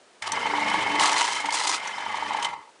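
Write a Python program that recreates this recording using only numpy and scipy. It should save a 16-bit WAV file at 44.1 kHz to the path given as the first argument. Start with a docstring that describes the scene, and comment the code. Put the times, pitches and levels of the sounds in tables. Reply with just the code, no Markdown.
"""A small electric metal press in a workshop: the motor starts, drives one stroke and coasts to rest.
Rough gear teeth make the gearbox whirr and growl; their backlash knocks once or twice a turn in the housing.
Shaft orders and mains hum drone below, as sine waves; the slide scrapes in stick-slip grains of noise.
Links click as ringing bursts of noise and the bench thumps at a low pitch, over a faint room hiss.
The room answers with a short tail of noise, and the phone that listens cuts the top."""
import sys
import numpy as np
from scipy import signal
from scipy.fft import rfft, irfft
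from scipy.io import wavfile
from scipy.ndimage import uniform_filter1d, map_coordinates

SR = 44100
rng = np.random.default_rng(int(sys.argv[2]) if len(sys.argv) > 2 else 0)


def to_wav(sig):
    """Store sig (one row per channel, or 1-D mono) as 16-bit WAV at the path in sys.argv[1].

    Samples outside -1..1 are clipped; the rate is SR.
    """
    pcm = np.clip(np.atleast_2d(sig), -1, 1) * 32767
    pcm = np.round(pcm).astype(np.int16)
    wavfile.write(sys.argv[1], SR, pcm.T)  # frames by channels


N = 123480
T = np.arange(N) / SR
POWER_OFF_S = 2.475
SILENT_DB = -120  # level outside a table's span

# shaft speed: start_s, speed_turns_per_s
SPEED = [(.22, 8), (.36, 24.5), (.95, 24.5), (1.0, 25.05), (1.3, 25.05), (1.35, 24.2), (1.78, 24.2),
         (1.82, 24.55), (2.47, 24.55), (2.8, 6)]
# housing resonances: centre_hz, width_hz, whirr_db, knock_db (relative levels)
HOUSING = [(882.7, 71, -4, 0.5), (940.6, 34, 1, 1), (1117, 81, -7.5, -16.5), (1344, 193, 1, -9.5),
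           (1715, 172, -2, -18), (2052, 87, 6.5, -7), (2180, 295, -3, -15), (3058, 45, 4.5, -31),
           (3980, 67, -39, -25), (5030, 440, -9, -31)]


def amp(db):
    """Decibels to amplitude."""
    return 10 ** (np.asarray(db) / 20)


def unit(x):
    """Scale to an RMS of 1."""
    return x / np.sqrt(np.mean(x ** 2))


def curve(rows, order=1, off=None):
    """Column of a table along time; off is the value outside it."""
    rows = np.array(rows)
    return np.interp(T, rows[:, 0], rows[:, order], left=off, right=off)


def level(rows, order=1):
    """A level column along time in dB, silent outside the table."""
    return curve(rows, order, SILENT_DB)


def colour(x, spectrum):
    """Shape a sound by (Hz, dB) points, joined along log frequency, to an RMS of 1."""
    hz, db = np.array(spectrum).T
    f = np.arange(N // 2 + 1) * SR / N + 1  # 1 Hz up, to keep the logarithm finite
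    gain = amp(np.interp(np.log(f), np.log(hz), db))
    return unit(irfft(rfft(x) * gain, N))


def ring(x, hz, width_hz):
    """One resonance, gain 1 at its centre."""
    return signal.lfilter(*signal.iirpeak(hz, hz / width_hz, SR), x)


def walk(rate):
    """Smooth random wander through rate new values a second, spread 1."""
    k = int(SR / rate)
    steps = np.repeat(rng.standard_normal(N // k + 1), k)
    return unit(uniform_filter1d(steps, k)[:N])


def spikes(times, db):
    """Impulses at given times."""
    out = np.zeros(N)
    np.add.at(out, (np.asarray(times) * SR).astype(int), amp(db))
    return out


def hiss():
    """Steady room hiss: noise with a shaped spectrum."""
    # spectrum: tone_hz, density_db_per_hz (relative)
    hiss_tone = [(18, -68.5), (30, -40), (216, -14), (250, -12.5), (312, -8.5), (560, -6), (1600, -12.5),
                 (5680, -19.5), (10200, -23.5), (13300, -65.5), (22000, -120)]
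    return colour(rng.standard_normal(N), hiss_tone) * amp(-56.5)


def whine(hz, width_hz):
    """A thin line that wavers at random in level and phase: a carrier on slow noise."""
    smoothing = np.exp(-np.pi * width_hz / SR)
    lean = signal.lfilter([1], [1, -smoothing], rng.standard_normal((2, N)))
    phase = 2 * np.pi * np.cumsum(hz + 0 * T) / SR
    return unit(lean[0] * np.cos(phase) + lean[1] * np.sin(phase))


def whirr(turns):
    """Tooth roughness, partly the same every turn, flutters and rings the housing; thin mesh whines are added."""
    # gearbox, before throb and trims: start_s, whirr_db, growl_db
    gears = [(.215, -70, -40), (.225, -34.5, -45), (.3, -42, -24.5), (.36, -32.5, -30), (.55, -33, -25.5),
             (.75, -31, -26), (.97, -32.5, -25.5), (1.03, -27, -20.5), (1.25, -37, -29), (1.4, -36, -35.5),
             (1.52, -39.5, -27.5), (1.56, -38, -29), (1.77, -39.5, -35.5), (1.83, -37.5, -40.5),
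             (2.1, -37, -29.5), (2.4, -36, -26.5), (2.5, -42, -33), (2.56, -53.5, -37.5), (2.63, -60, -43),
             (2.68, -74, -52), (2.78, -92, -80)]
    # broad whirr: tone_hz, density_db_per_hz (relative)
    whirr_tone = [(59, -86.5), (100, -39), (605, -11), (891, -4), (1440, -15.5), (2090, -10.5), (2680, -13),
                  (3070, -10.5), (10200, -28.5), (13300, -86.5), (22000, -120)]
    # gear mesh whines: start_s, lower_hz, lower_db (before the throb), upper_db
    mesh_lines = [(.3, 2080, -55, -60), (.35, 2080, -34, -60), (.5, 2150, -38.5, -68),
                  (.7, 2165, -33, -42.5), (.97, 2165, -32, -41.5), (1.1, 2170, -52, -50),
                  (1.25, 2170, -43, -36.5), (1.4, 2160, -35, -37.5), (1.43, 2160, -40, -47),
                  (1.52, 2160, -34, -46), (1.545, 2100, -43, -56), (1.8, 2085, -47, -62),
                  (2.1, 2085, -52, -48), (2.25, 2075, -60, -47.5), (2.45, 2070, -38, -53),
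                  (2.55, 2050, -49.5, -71), (2.67, 2040, -62, -80)]
    # loudest angle of the growl: start_s, angle_turns (from the zero of turns)
    loud_angle = [(.4, -.12), (.97, -.15), (1.02, .15), (2.45, .15)]
    # under load the second housing resonance sings out: start_s, gain_db
    loaded = [(.95, -2.5), (1.03, 1.5), (1.25, 6), (1.35, 0)]
    repeat_share, flutter_per_s, own_flutter_db, flutter_db = .38, 110, 2, 3
    throb_depth_db, engage_s = 4, .3
    growl_trim_db, whirr_trim_db, broad_db = -6, .5, -2

    # one turn's roughness, read again on every turn
    size = 1800
    tooth_map = rng.standard_normal(size)
    same = map_coordinates(tooth_map, [turns % 1 * size], order=1, mode="grid-wrap")
    same = signal.lfilter(*signal.butter(2, 1500, fs=SR), same)
    rough = repeat_share * same + (1 - repeat_share) * rng.standard_normal(N)

    modes = []
    for k, (hz, width_hz, db, _) in enumerate(HOUSING):
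        fluttering = rough * amp(own_flutter_db * walk(flutter_per_s))
        modes.append((-1) ** k * amp(db) * ring(fluttering, hz, width_hz))
    broad = colour(rough * amp(flutter_db * walk(flutter_per_s)), whirr_tone)

    # growl and lower whine swell once a turn while the motor drives
    running = (T > engage_s) & (T < POWER_OFF_S)
    throb_db = throb_depth_db * np.cos(2 * np.pi * (turns - curve(loud_angle))) * running
    growl = unit(modes[0] + modes[1] * amp(curve(loaded)) + modes[2])
    growl = growl * amp(level(gears, 2) + growl_trim_db + throb_db)
    lower = whine(curve(mesh_lines), 27) * amp(level(mesh_lines, 2) + throb_db)
    upper = whine(3095, 36) * amp(level(mesh_lines, 3))
    high = unit(sum(modes[3:])) + amp(broad_db) * broad
    return growl + lower + upper + high * amp(level(gears) + whirr_trim_db)


def scrape():
    """Dense stick-slip grains into the slide, whose resonances light up in streaks; lows and highs chatter apart."""
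    # one list for each bout of scraping, before the trim: start_s, level_db
    bouts = [
        [(0.216, -75), (0.22, -59), (0.226, -36), (0.242, -66), (0.278, -30.5), (0.29, -79), (0.3, -66)],
        [(0.985, -56), (0.997, -27.5), (1.061, -25.5), (1.149, -34.5), (1.169, -25.5), (1.411, -39),
         (1.447, -61), (1.459, -29.5), (1.477, -54), (1.547, -30), (1.665, -30.5), (1.675, -29), (1.697, -26.5),
         (1.727, -33.5), (1.737, -25.5), (1.785, -39)],
        [(2.41, -48), (2.418, -60), (2.43, -32), (2.442, -53), (2.45, -33.5), (2.484, -61), (2.5, -67)],
    ]
    # broad scrape: tone_hz, density_db_per_hz (relative)
    scrape_tone = [(120, -45), (200, -47), (317, -15), (622, -15.5), (939, -4), (1460, -11.5), (2100, -17),
                   (2520, -10.5), (6870, -12.5), (10200, -19.5), (13300, -74), (22000, -120)]
    # slide resonances: centre_hz, width_hz, level_db (relative)
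    slide = [(1299, 29, 4), (1720, 82, 7.5), (2030, 53, 7.5), (2332, 34, 2), (2500, 6.2, -6),
             (2945, 130, 10.5), (4127, 61, 1.5), (4830, 32, 6), (6350, 67, -19), (7000, 500, -32)]
    grains_per_s, grain_db, grain_energy_ms = 2500, 3.5, 1
    chatter_per_s, chatter_db, treble_chatter_db, streak_db = 90, 1.5, 3, 3.5
    slide_db, trim_db = -3, 1

    strength = amp(grain_db * np.minimum(rng.exponential(size=N), 2))
    slips = rng.standard_normal(N) * strength * (rng.random(N) < grains_per_s / SR)
    # each slip's energy dies away and carries fresh noise
    fade = np.exp(-1000 / grain_energy_ms / SR)
    energy = signal.lfilter([1], [1, -fade], slips ** 2)
    grains = np.sqrt(energy) * rng.standard_normal(N)

    body = np.zeros(N)
    for k, (hz, width_hz, db) in enumerate(slide):
        streaks = grains * amp(streak_db * walk(chatter_per_s / 2))
        # the root evens out the energy of narrow and wide resonances
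        body += (-1) ** k * amp(db) * np.sqrt(100 / width_hz) * ring(streaks, hz, width_hz)
    sound = colour(grains, scrape_tone) + amp(slide_db) * unit(body)

    low = signal.filtfilt(*signal.butter(2, 5500, fs=SR), sound)
    high = sound - low
    low = low * amp(chatter_db * walk(chatter_per_s))
    high = high * amp(treble_chatter_db * walk(chatter_per_s))
    return (low + high) * sum(amp(level(rows)) for rows in bouts) * amp(trim_db)


def drone(turns):
    """Clean shaft orders, each wavering in level, and mains lines."""
    # drone: start_s, shaft_orders_db, mains_hum_db (gains on the two tables below)
    drone_level = [(0.22, -56, -54), (0.32, -47, -49), (0.54, -46, -62), (0.82, -43.5, -51),
                   (1.01, -42.5, -73), (1.05, -55, -70), (1.14, -51, -82), (1.27, -56.5, -90),
                   (1.74, -56.5, -86), (1.78, -62, -62), (1.81, -60, -68), (2.34, -54, -49),
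                   (2.64, -52.5, -101), (2.7, -72, -89)]
    # shaft orders: multiple_of_shaft_speed, level_db (relative)
    shaft_orders = [(1, -43), (2, -25), (3, -36), (4, -17), (5, -15), (6, -16), (7, -15), (9, -8),
                    (10, -13), (11, -11), (13, -10), (14, -13), (15, -13), (16, -8), (17, -7), (18, -7),
                    (19, -10), (20, -8), (21, -15), (22, -11), (23, -8), (24, -8), (25, -8), (26, -13),
                    (27, -5), (28, -7), (29, -9)]
    # mains lines: line_hz, level_db (relative)
    mains = [(100, -8), (200, -8)]
    # levels of the eighth and twelfth shaft orders, rising and falling as they beat with the mains hum:
    # start_s, eighth_db, twelfth_db
    beating_orders = [(0.3, -72, -64), (0.34, -50.5, -46), (0.42, -60, -73), (0.45, -51, -52),
                      (0.56, -58.5, -40.5), (0.77, -42.5, -49), (0.84, -61, -59), (0.93, -50.5, -37),
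                      (1.02, -49, -47), (1.04, -58, -47), (1.42, -75, -63), (1.45, -54, -44),
                      (1.53, -65.5, -62), (1.96, -66.5, -76), (2.2, -59, -60), (2.25, -53.5, -53),
                      (2.45, -63, -59), (2.6, -68, -78)]
    waver_db, waver_per_s = 5, 16
    start = rng.random(len(shaft_orders) + len(mains)) * 2 * np.pi

    shaft = np.zeros(N)
    for (k, db), phase in zip(shaft_orders, start):
        wavering = amp(db + waver_db * walk(waver_per_s))
        shaft += wavering * np.sin(2 * np.pi * k * turns + phase)
    hum = np.zeros(N)
    for (hz, db), phase in zip(mains, start[::-1]):
        wavering = amp(db + waver_db / 2 * walk(waver_per_s))
        hum += wavering * np.sin(2 * np.pi * hz * T + phase)

    # shaft level is set by orders 9 to 18, and drops steeply with speed
    low = np.sqrt(sum(amp(db) ** 2 / 2 for k, db in shaft_orders if 8 < k < 19))
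    speed = curve(SPEED)
    shaft = shaft / low * (speed / speed.max()) ** 5
    beating = np.zeros(N)
    for column, k in ((1, 8), (2, 12)):
        beating += np.sqrt(2) * amp(level(beating_orders, column)) * np.sin(2 * np.pi * k * turns)
    return beating + shaft * amp(level(drone_level)) + hum * amp(level(drone_level, 2))


def clicks():
    """Metal on metal: a crack of noise, and the link modes near the centre of the blow ring."""
    # link clicks: start_s, level_db (before the trim), centre_hz, t60_s
    blows = [(0.2214, -21, 1720, 0.031), (0.3191, -13, 5140, 0.024), (0.6983, -21.5, 2100, 0.024),
             (0.737, -28, 2280, 0.03), (0.9961, -11.5, 2100, 0.024), (1.4566, -37, 2080, 0.022),
             (1.4914, -25, 2170, 0.018), (1.5054, -17, 2020, 0.022), (1.5236, -13, 5000, 0.012),
             (1.5867, -18.5, 3470, 0.019), (1.6737, -9, 6660, 0.021), (1.676, -20, 6900, 0.023),
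             (1.693, -19, 4180, 0.012), (1.7374, -20, 2740, 0.025), (1.874, -25.5, 5950, 0.037),
             (2.155, -26, 2060, 0.022), (2.425, -20, 3080, 0.039), (2.4453, -18.5, 3120, 0.049)]
    # what the links ring with: mode_hz, level_db (relative)
    link_modes = [(1870, -28.5), (2130, -8), (2740, -15), (3080, 25), (3450, 4.5), (4150, -5.5), (4470, 6),
                  (5400, 6.5), (6030, 15), (6780, 0), (7400, -36)]
    reach_octaves, crack_db, trim_db, rise_ms = .34, 1, -4.5, 1.2
    out, t = np.zeros(N), T[:SR // 10]
    for s, db, hz, t60 in blows:
        noise = rng.standard_normal(len(t))
        modes = np.zeros(len(t))
        for f, mode_db in link_modes:
            nearness = np.exp(-(np.log2(f / hz) / reach_octaves) ** 2)
            modes += amp(mode_db) * nearness * ring(noise, f, 220)
        crack = amp(crack_db) * ring(noise, 3600, 5400)
        envelope = amp(db + trim_db - 60 * t / t60) * (1 - np.exp(-t * 1000 / rise_ms))
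        at = int(s * SR)
        out[at:at + len(t)] += (unit(modes) + crack) * envelope
    return out


def thumps():
    """The bench takes the jolts: a low sine that builds and dies quickly."""
    # bench thumps: start_s, strength_db (relative)
    jolts = [(.33, -56), (1.0, -34), (1.29, -54), (1.55, -53), (1.735, -43), (2.43, -58)]
    thump_hz, fade_t60_s = 70, .029
    t = T[:SR // 5]
    thud = t * thump_hz * np.sin(2 * np.pi * thump_hz * t) * amp(-60 * t / fade_t60_s)
    return signal.fftconvolve(spikes(*np.array(jolts).T), thud)[:N]


def shudder(length_ms, tune, treble_db):
    """One knock: a brief shudder of the housing that rings on softly, peak 1."""
    after_ring_db = -9
    t = T[:SR // 15]
    u = t * 1000 / length_ms
    shape = np.zeros(len(t))
    for (hz, width_hz, _, db), k in zip(HOUSING, tune):
        blow = (1 - np.exp(-4 * u)) * np.exp(-u * u)
        after = amp(after_ring_db) * (1 - np.exp(-u)) * np.exp(-np.pi * width_hz * t)
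        gain = amp(db + treble_db * (hz > 1500))
        shape += gain * np.sin(2 * np.pi * hz * k * t) * (blow + after)
    return shape / np.abs(shape).max()


def knocks():
    """Gear backlash strikes the housing, each knock slightly retuned; with the power off, longer and duller."""
    # backlash knocks in the gearbox: start_s, peak_db (before the trim)
    backlash = [(0.338, -22), (0.373, -17), (0.39, -34), (0.431, -19), (0.455, -17.5), (0.47, -15),
                (0.507, -22.5), (0.536, -12.5), (0.551, -14.5), (0.582, -20), (0.622, -19), (0.635, -26),
                (0.659, -21), (0.674, -16), (0.701, -23), (0.715, -14.5), (0.741, -10.5), (0.756, -17.5),
                (0.782, -26), (0.796, -19), (0.823, -18), (0.835, -27), (0.863, -14.5), (0.879, -16),
                (0.903, -19.5), (0.92, -20.5), (0.945, -18), (0.961, -18), (0.986, -21), (1.009, -10.5),
                (1.036, -18.5), (1.049, -18.5), (1.08, -19), (1.145, -15.5), (1.16, -18), (1.215, -14),
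                (1.246, -24), (1.286, -13), (1.321, -19), (1.362, -21), (1.403, -21), (1.445, -15.5),
                (1.487, -17), (1.516, -26), (1.543, -14.5), (1.571, -33), (1.613, -17), (1.655, -16.5),
                (1.694, -14), (1.737, -22.5), (1.778, -30), (1.816, -29.5), (1.832, -28), (1.859, -23),
                (1.872, -22.5), (1.896, -27.5), (1.94, -24), (1.981, -18.5), (2.004, -24), (2.024, -29),
                (2.033, -21), (2.063, -19), (2.102, -18), (2.114, -32), (2.143, -21), (2.155, -26),
                (2.184, -22), (2.197, -30), (2.224, -16), (2.265, -26), (2.307, -15.5), (2.318, -17.5),
                (2.347, -14.5), (2.358, -22), (2.386, -20), (2.398, -24), (2.428, -39), (2.452, -17),
                (2.468, -22.5), (2.481, -24), (2.513, -29), (2.529, -22), (2.544, -29), (2.561, -35),
                (2.586, -34), (2.613, -36), (2.673, -40), (2.689, -45), (2.754, -51)]
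    trim_db, detune = -1, .018  # detune: spread as a fraction of each pitch
    out = np.zeros(N + SR)
    tunes = 1 + detune * rng.standard_normal((len(backlash), len(HOUSING)))
    for (s, db), tune in zip(backlash, tunes):
        length_ms, treble_db = (11, -10) if s > POWER_OFF_S else (5, 0)
        one = shudder(length_ms, tune, treble_db)
        at = int(s * SR)
        out[at:at + len(one)] += amp(db + trim_db) * one
    return out[:N]


def room(press):
    """The workshop's answer: a fading tail of noise that begins 4 ms after the direct sound."""
    t60_s, room_db = .11, -13
    t = T[:SR // 2]
    tail = rng.standard_normal(len(t)) * amp(-60 * t / t60_s) * (t > .004)
    tail = tail / np.sqrt(np.sum(tail ** 2))
    return amp(room_db) * signal.fftconvolve(press, tail)[:N]


def scene():
    """The press, its room and the hiss; the whirr and drone follow one shaft angle."""
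    turns = np.cumsum(curve(SPEED)) / SR
    turns = turns - turns[int(2.1 * SR)]  # angle zero at 2.1 s
    press = whirr(turns) + scrape() + drone(turns) + clicks() + thumps() + knocks()
    return (press + room(press) + hiss())[None]


def record(dry):
    """The phone cuts the top: a steep low-pass just above 10 kHz."""
    top_hz = 10020
    return signal.sosfilt(signal.ellip(10, .2, 70, top_hz, fs=SR, output="sos"), dry)


dry = scene()
out = record(dry)
to_wav(out)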